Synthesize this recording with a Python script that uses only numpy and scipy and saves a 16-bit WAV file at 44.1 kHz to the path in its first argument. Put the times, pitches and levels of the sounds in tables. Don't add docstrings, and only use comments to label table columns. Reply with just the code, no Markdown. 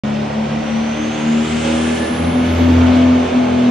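import sys
import numpy as np
from scipy import signal
from scipy.io import wavfile
from scipy.ndimage import uniform_filter1d, minimum_filter1d

SR = 44100
rng = np.random.default_rng(int(sys.argv[2]) if len(sys.argv) > 2 else 0)


def persist_wave(psi):
    counts = np.round(np.clip(psi, -1, 1) * 32767).astype(np.int16)
    wavfile.write(sys.argv[1], SR, np.atleast_2d(counts).T)


N = 163170
T = np.arange(-SR, N) / SR
FADE_HZ = 3.95

# time in seconds, firings per second.
FIRING_RATE = [(0, 214), (.3, 217), (.6, 223), (1, 227), (1.35, 230.5), (1.7, 237.5), (2.05, 242),
               (2.3, 249), (2.6, 251.3), (3.05, 252.3), (3.4, 249), (3.7, 246)]
# time in seconds, level of the low roar in dB, level of the rasp in dB,
# both before each layer's own offset.
ROAR = [(0.06, -30, -33.5), (0.41, -27.5, -34), (0.46, -28.5, -33), (1.61, -30.5, -29), (1.66, -27, -27.5),
        (2.1, -28.5, -30), (2.35, -26, -30.5), (2.44, -27.5, -29), (2.93, -24, -27.5), (3.1, -25.5, -29.5),
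        (3.68, -26.5, -31)]
UNEVEN_ORDERS = [3, 4, 5, 7, 8, 9, 10, 12, 14, 15, 16, 20]


def from_db(db):
    return 10 ** (np.asarray(db) / 20)


def rms_one(x):
    return x / np.sqrt(np.mean(x ** 2) + 1e-20)


def in_time(rows):
    s, *columns = np.transpose(rows)
    return [np.interp(T, s, c) for c in columns]


def at_hz(points, hz):
    f, v = np.transpose(points)
    return np.interp(np.log(hz), np.log(f), v)


def swell(centre_s, length_s):
    return np.exp(-((T - centre_s) / length_s) ** 2)


def stage(centre_s, rise_s):
    return (1 + np.tanh((T - centre_s) / rise_s)) / 2


def drift(rate_hz):
    step = 40
    r = np.exp(-2 * np.pi * rate_hz * step / SR)
    noise = rng.standard_normal(len(T) // step + 2002)
    slow = signal.lfilter([1], [1, -2 * r, r * r], noise)[2000:]
    return np.interp(np.arange(len(T)) / step, np.arange(len(slow)), rms_one(slow))


def fading():
    return (drift(FADE_HZ) + 1j * drift(FADE_HZ)) / np.sqrt(2)


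def spread(mid, side, hz):
    # frequency in Hz, side against middle in dB.
    width = [(60, -43), (96, -21), (150, -19), (250, -20.5), (400, -3.5), (630, 0), (1020, 0.5), (1630, -7),
             (2610, -6.5), (4190, -7), (6710, 1.5), (10800, -6.5)]
    # frequency in Hz, left minus right in dB.
    lean = [(60, -0.36), (130, -0.12), (260, 1.8), (550, -0.7), (1160, -3), (2440, -0.29), (5130, -0.085),
            (10800, -0.5)]
    sign = np.array([[1], [-1]])
    stereo = mid + sign * side * from_db(at_hz(width, hz))
    return stereo * from_db(sign * at_hz(lean, hz) / 2)


def band_pass(x, low_hz, high_hz):
    return signal.sosfilt(signal.butter(3, [low_hz, high_hz], "band", fs=SR, output="sos"), x)


def turbulence(spectrum):
    flicker_db, flicker_hz = 1.0, 15.5
    lowest, highest = spectrum[0][0], spectrum[-1][0]
    bands = int(round(3 * np.log2(highest / lowest)))
    edges = np.geomspace(lowest, highest, bands + 1)
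    white = rng.standard_normal((2, 2, len(T)))
    out = 0
    for k, (low, high) in enumerate(zip(edges, edges[1:])):
        mid, side = band_pass(white[k % 2], low, high)
        hz = np.sqrt(low * high)
        level = from_db(at_hz(spectrum, hz) + flicker_db * drift(flicker_hz))
        out = out + level * spread(mid, side, hz)
    return out / np.std(out.mean(axis=0))


def resonance(hz, width_hz):
    r = np.exp(-np.pi * width_hz / SR)
    poles = [1, -2 * r * np.cos(2 * np.pi * hz / SR), r * r]
    noise = rng.standard_normal((2, len(T)))
    mid, side = rms_one(signal.sosfilt([[1, 0, -1] + poles] * 2, noise))
    return spread(mid, side, hz)


def hall(x, t60):
    t = np.arange(SR) / SR
    tail = rng.standard_normal((2, SR)) * from_db(-60 * t / t60)
    tail = rms_one(tail) / np.sqrt(SR)
    return signal.fftconvolve(x[None], tail, axes=1)[:, :len(T)]


def standing_out(k):
    # multiple of the engine cycle, time in seconds, half length in seconds, gain in dB.
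    line_swells = [(14, .85, .12, 4), (14, 1.7, .15, 5), (10, 1.95, .15, 7), (4, 2.3, .15, 6),
                   (20, 2.28, .16, 5), (16, 2.98, .17, 8)]
    return sum(db * swell(s, length) for multiple, s, length, db in line_swells if round(multiple) == k)


def engine_lines(cycle, cycle_hz):
    # time in seconds, level in dB.
    firing = [(0.05, -19), (0.24, -20.5), (0.3, -29), (0.38, -17), (0.46, -19.5), (0.49, -33),
              (0.52, -19.5), (0.58, -19), (0.635, -25), (0.67, -23), (0.76, -16.5), (0.92, -20.5),
              (0.96, -24.5), (1.08, -20), (1.16, -28), (1.3, -13), (1.42, -15), (1.48, -27), (1.55, -16.5),
              (1.62, -23.5), (1.66, -18.5), (1.94, -17.5), (1.99, -32), (2.02, -16.5), (2.08, -37),
              (2.11, -15), (2.18, -30.5), (2.21, -16), (2.24, -29.5), (2.29, -13.5), (2.32, -29),
              (2.36, -12.5), (2.59, -23), (2.61, -13), (3.13, -9.5), (3.22, -15), (3.27, -23), (3.295, -42),
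              (3.32, -19.5), (3.37, -11), (3.49, -17.5), (3.68, -10.5)]
    # time in seconds, level in dB.
    boom = [(0, -39), (1.3, -41), (1.5, -31), (2.05, -30.5), (2.12, -36), (2.25, -21), (2.36, -28.5),
            (2.55, -18), (2.8, -13.5), (2.96, -22), (3.1, -22), (3.3, -32), (3.45, -38), (3.54, -26),
            (3.7, -53)]
    winding_db = [-39.5, -30, -41, -51.5, -33, -57.5, -46, -48.5, -41, -51, -44, -41]
    spooling_db = [-41, -30.5, -34.5, -45.5, -27, -44.5, -34.5, -40.5, -33.5, -47.5, -70, -44]
    loaded_db = [-31, -34.5, -30.5, -38.5, -40.5, -33, -35, -36.5, -33.5, -40, -35, -42.5]
    steady_share, fading_share = 0.79, 0.6
    spool, load = stage(1.13, 0.13), stage(2.3, 0.48)

    out = 0
    for k, curve in ((6, firing), (2, boom)):
        line = from_db(in_time(curve)[0]) * np.exp(1j * k * cycle)
        out = out + spread(line.real, (line * fading()).real, k * cycle_hz)
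    for k, winding, spooling, loaded in zip(UNEVEN_ORDERS, winding_db, spooling_db, loaded_db):
        db = winding + (spooling - winding) * spool + (loaded - spooling) * load + standing_out(k)
        line = from_db(db) * np.exp(1j * (k * cycle + 2 * np.pi * rng.random()))
        mid = (line * (steady_share + fading_share * fading())).real
        out = out + spread(mid, (line * fading()).real, k * cycle_hz)
    return np.sqrt(2) * out


def growl(cycle, cycle_hz):
    level_db, slope_db, scatter_db = -19, -7.5, 4.5
    low_roar_db = in_time(ROAR)[0]
    out = 0
    for k in sorted(set(range(11, 31)) - set(UNEVEN_ORDERS)):
        octaves = np.log2(k / 16)
        db = level_db + slope_db * octaves + scatter_db * rng.standard_normal()
        line = from_db(db) * np.exp(1j * k * cycle)
        out = out + spread((line * fading()).real, (line * fading()).real, k * cycle_hz)
    return np.sqrt(2) * from_db(low_roar_db) * out


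def exhaust(cycle):
    # frequency in Hz, relative band level in dB.
    rumble_spectrum = [(25, -14), (45, -15), (68, -13), (88, -3), (115, -17), (230, -3), (320, -3),
                       (420, -14), (700, -36)]
    low_spectrum = [(200, -27.5), (330, -5.5), (450, -2), (600, 1.5), (800, -4), (1000, -9), (1400, -18.5),
                    (2500, -41.5)]
    rasp_spectrum = [(600, -3.5), (1000, -2), (1300, 1.5), (1800, -1), (2300, -1.5), (3000, 0), (3900, -6),
                     (5100, -12), (6300, -18), (7500, -20.5), (9500, -27), (11000, -49.5), (14000, -66.5)]
    # frequency in Hz, width in Hz, level against the rasp in dB.
    rasp_peaks = [(2300, 400, -13), (2996, 500, -14), (6160, 750, -19)]
    low_offset_db, rasp_offset_db, puff_depth = -2, -1.5, 0.061
    rumble_db, rumble_swell_db = -34, 9.5

    low_db, rasp_db = in_time(ROAR)
    puffs = rms_one(1 + puff_depth * (np.cos(2 * cycle) + np.cos(6 * cycle)) / 2)
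    rumble_level = from_db(rumble_db + rumble_swell_db * swell(2.75, 0.55))
    rumble = rumble_level * turbulence(rumble_spectrum)
    low = from_db(low_db + low_offset_db) * turbulence(low_spectrum)
    ringing = sum(from_db(db) * resonance(hz, width) for hz, width, db in rasp_peaks)
    rasp = from_db(rasp_db + rasp_offset_db) * (turbulence(rasp_spectrum) + ringing)
    return rumble + puffs * (low + rasp)


def crackle(cycle):
    low_hz, high_hz, crackle_db = 1200, 2800, -5
    angles = np.linspace(0, 2 * np.pi, int(SR * 6 / FIRING_RATE[-1][1]))
    sides = []
    for turn in (drift(FADE_HZ), drift(FADE_HZ)):
        cracks = 0
        for share in (np.cos(turn), np.sin(turn)):
            pattern = rng.laplace(size=len(angles))
            cracks = cracks + share * np.interp(cycle % (2 * np.pi), angles, pattern)
        sides.append(cracks)
    mid, side = rms_one(band_pass(sides, low_hz, high_hz))
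    rasp_db = in_time(ROAR)[1]
    return from_db(rasp_db + crackle_db) * spread(mid, side, (low_hz + high_hz) / 2)


def turbo():
    # time in seconds, frequency in Hz.
    whistle_pitch = [(0, 5000), (.5, 5500), (1, 6230), (1.22, 6620), (1.5, 7750), (1.8, 9300), (2, 9850),
                     (2.3, 10450), (2.5, 11200), (2.7, 12050), (3, 12800), (3.3, 13050), (3.7, 13150)]
    # time in seconds, level in dB.
    whistle_level = [(0, -54), (.5, -51), (.8, -44), (1.2, -43), (1.55, -47), (1.9, -42), (2.2, -45),
                     (2.5, -53), (2.7, -59), (3, -69), (3.3, -74), (3.7, -74)]
    # time in seconds, level in dB.
    rush_level = [(0, -68), (1, -47.5), (1.35, -40.5), (1.65, -33), (1.97, -35), (2.2, -47), (2.6, -59),
                  (3.7, -50.5)]
    # frequency in Hz, relative band level in dB.
    rush_spectrum = [(2500, 15), (4000, -2.5), (5000, -9.5), (6200, 6), (7300, -1), (8500, 18.5),
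                     (9500, -23), (10700, -25), (13000, -49)]
    direct, waver, waver_hz, treble_t60_s = .5, .005, 70, 0.82
    second_ratio, second_db = .878, -53

    hz = in_time(whistle_pitch)[0] * (1 + waver * drift(waver_hz))
    phase = 2 * np.pi * np.cumsum(hz) / SR
    main = from_db(in_time(whistle_level)[0]) * np.sin(phase)
    second = from_db(second_db) * swell(2.15, .25) * np.sin(second_ratio * phase)
    whistle = np.sqrt(2) * (main + second)
    rush = from_db(in_time(rush_level)[0]) * turbulence(rush_spectrum)
    return direct * whistle + hall(whistle, treble_t60_s) + rush


def squeal():
    return from_db(-33) * swell(1.99, .18) * resonance(1725, width_hz=45)


def scene():
    cycle_hz = in_time(FIRING_RATE)[0] / 6
    cycle = 2 * np.pi * np.cumsum(cycle_hz) / SR
    engine = engine_lines(cycle, cycle_hz.mean()) + growl(cycle, cycle_hz.mean())
    return (engine + exhaust(cycle) + crackle(cycle) + turbo() + squeal())[:, -N:]


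def record(dry):
    start_s, ceiling, limiter_s, cutoff_hz = .0355, .9, .012, 15700
    opened = np.clip((T[-N:] - start_s) / .0005, 0, 1)
    size = int(limiter_s * SR)
    needed = ceiling / np.maximum(abs(dry).max(axis=0), ceiling)
    gain = uniform_filter1d(minimum_filter1d(needed, size), size)
    top_cut = signal.cheby2(12, 70, cutoff_hz, fs=SR, output="sos")
    return signal.sosfilt(top_cut, dry * gain * opened)


dry = scene()
out = record(dry)
persist_wave(out)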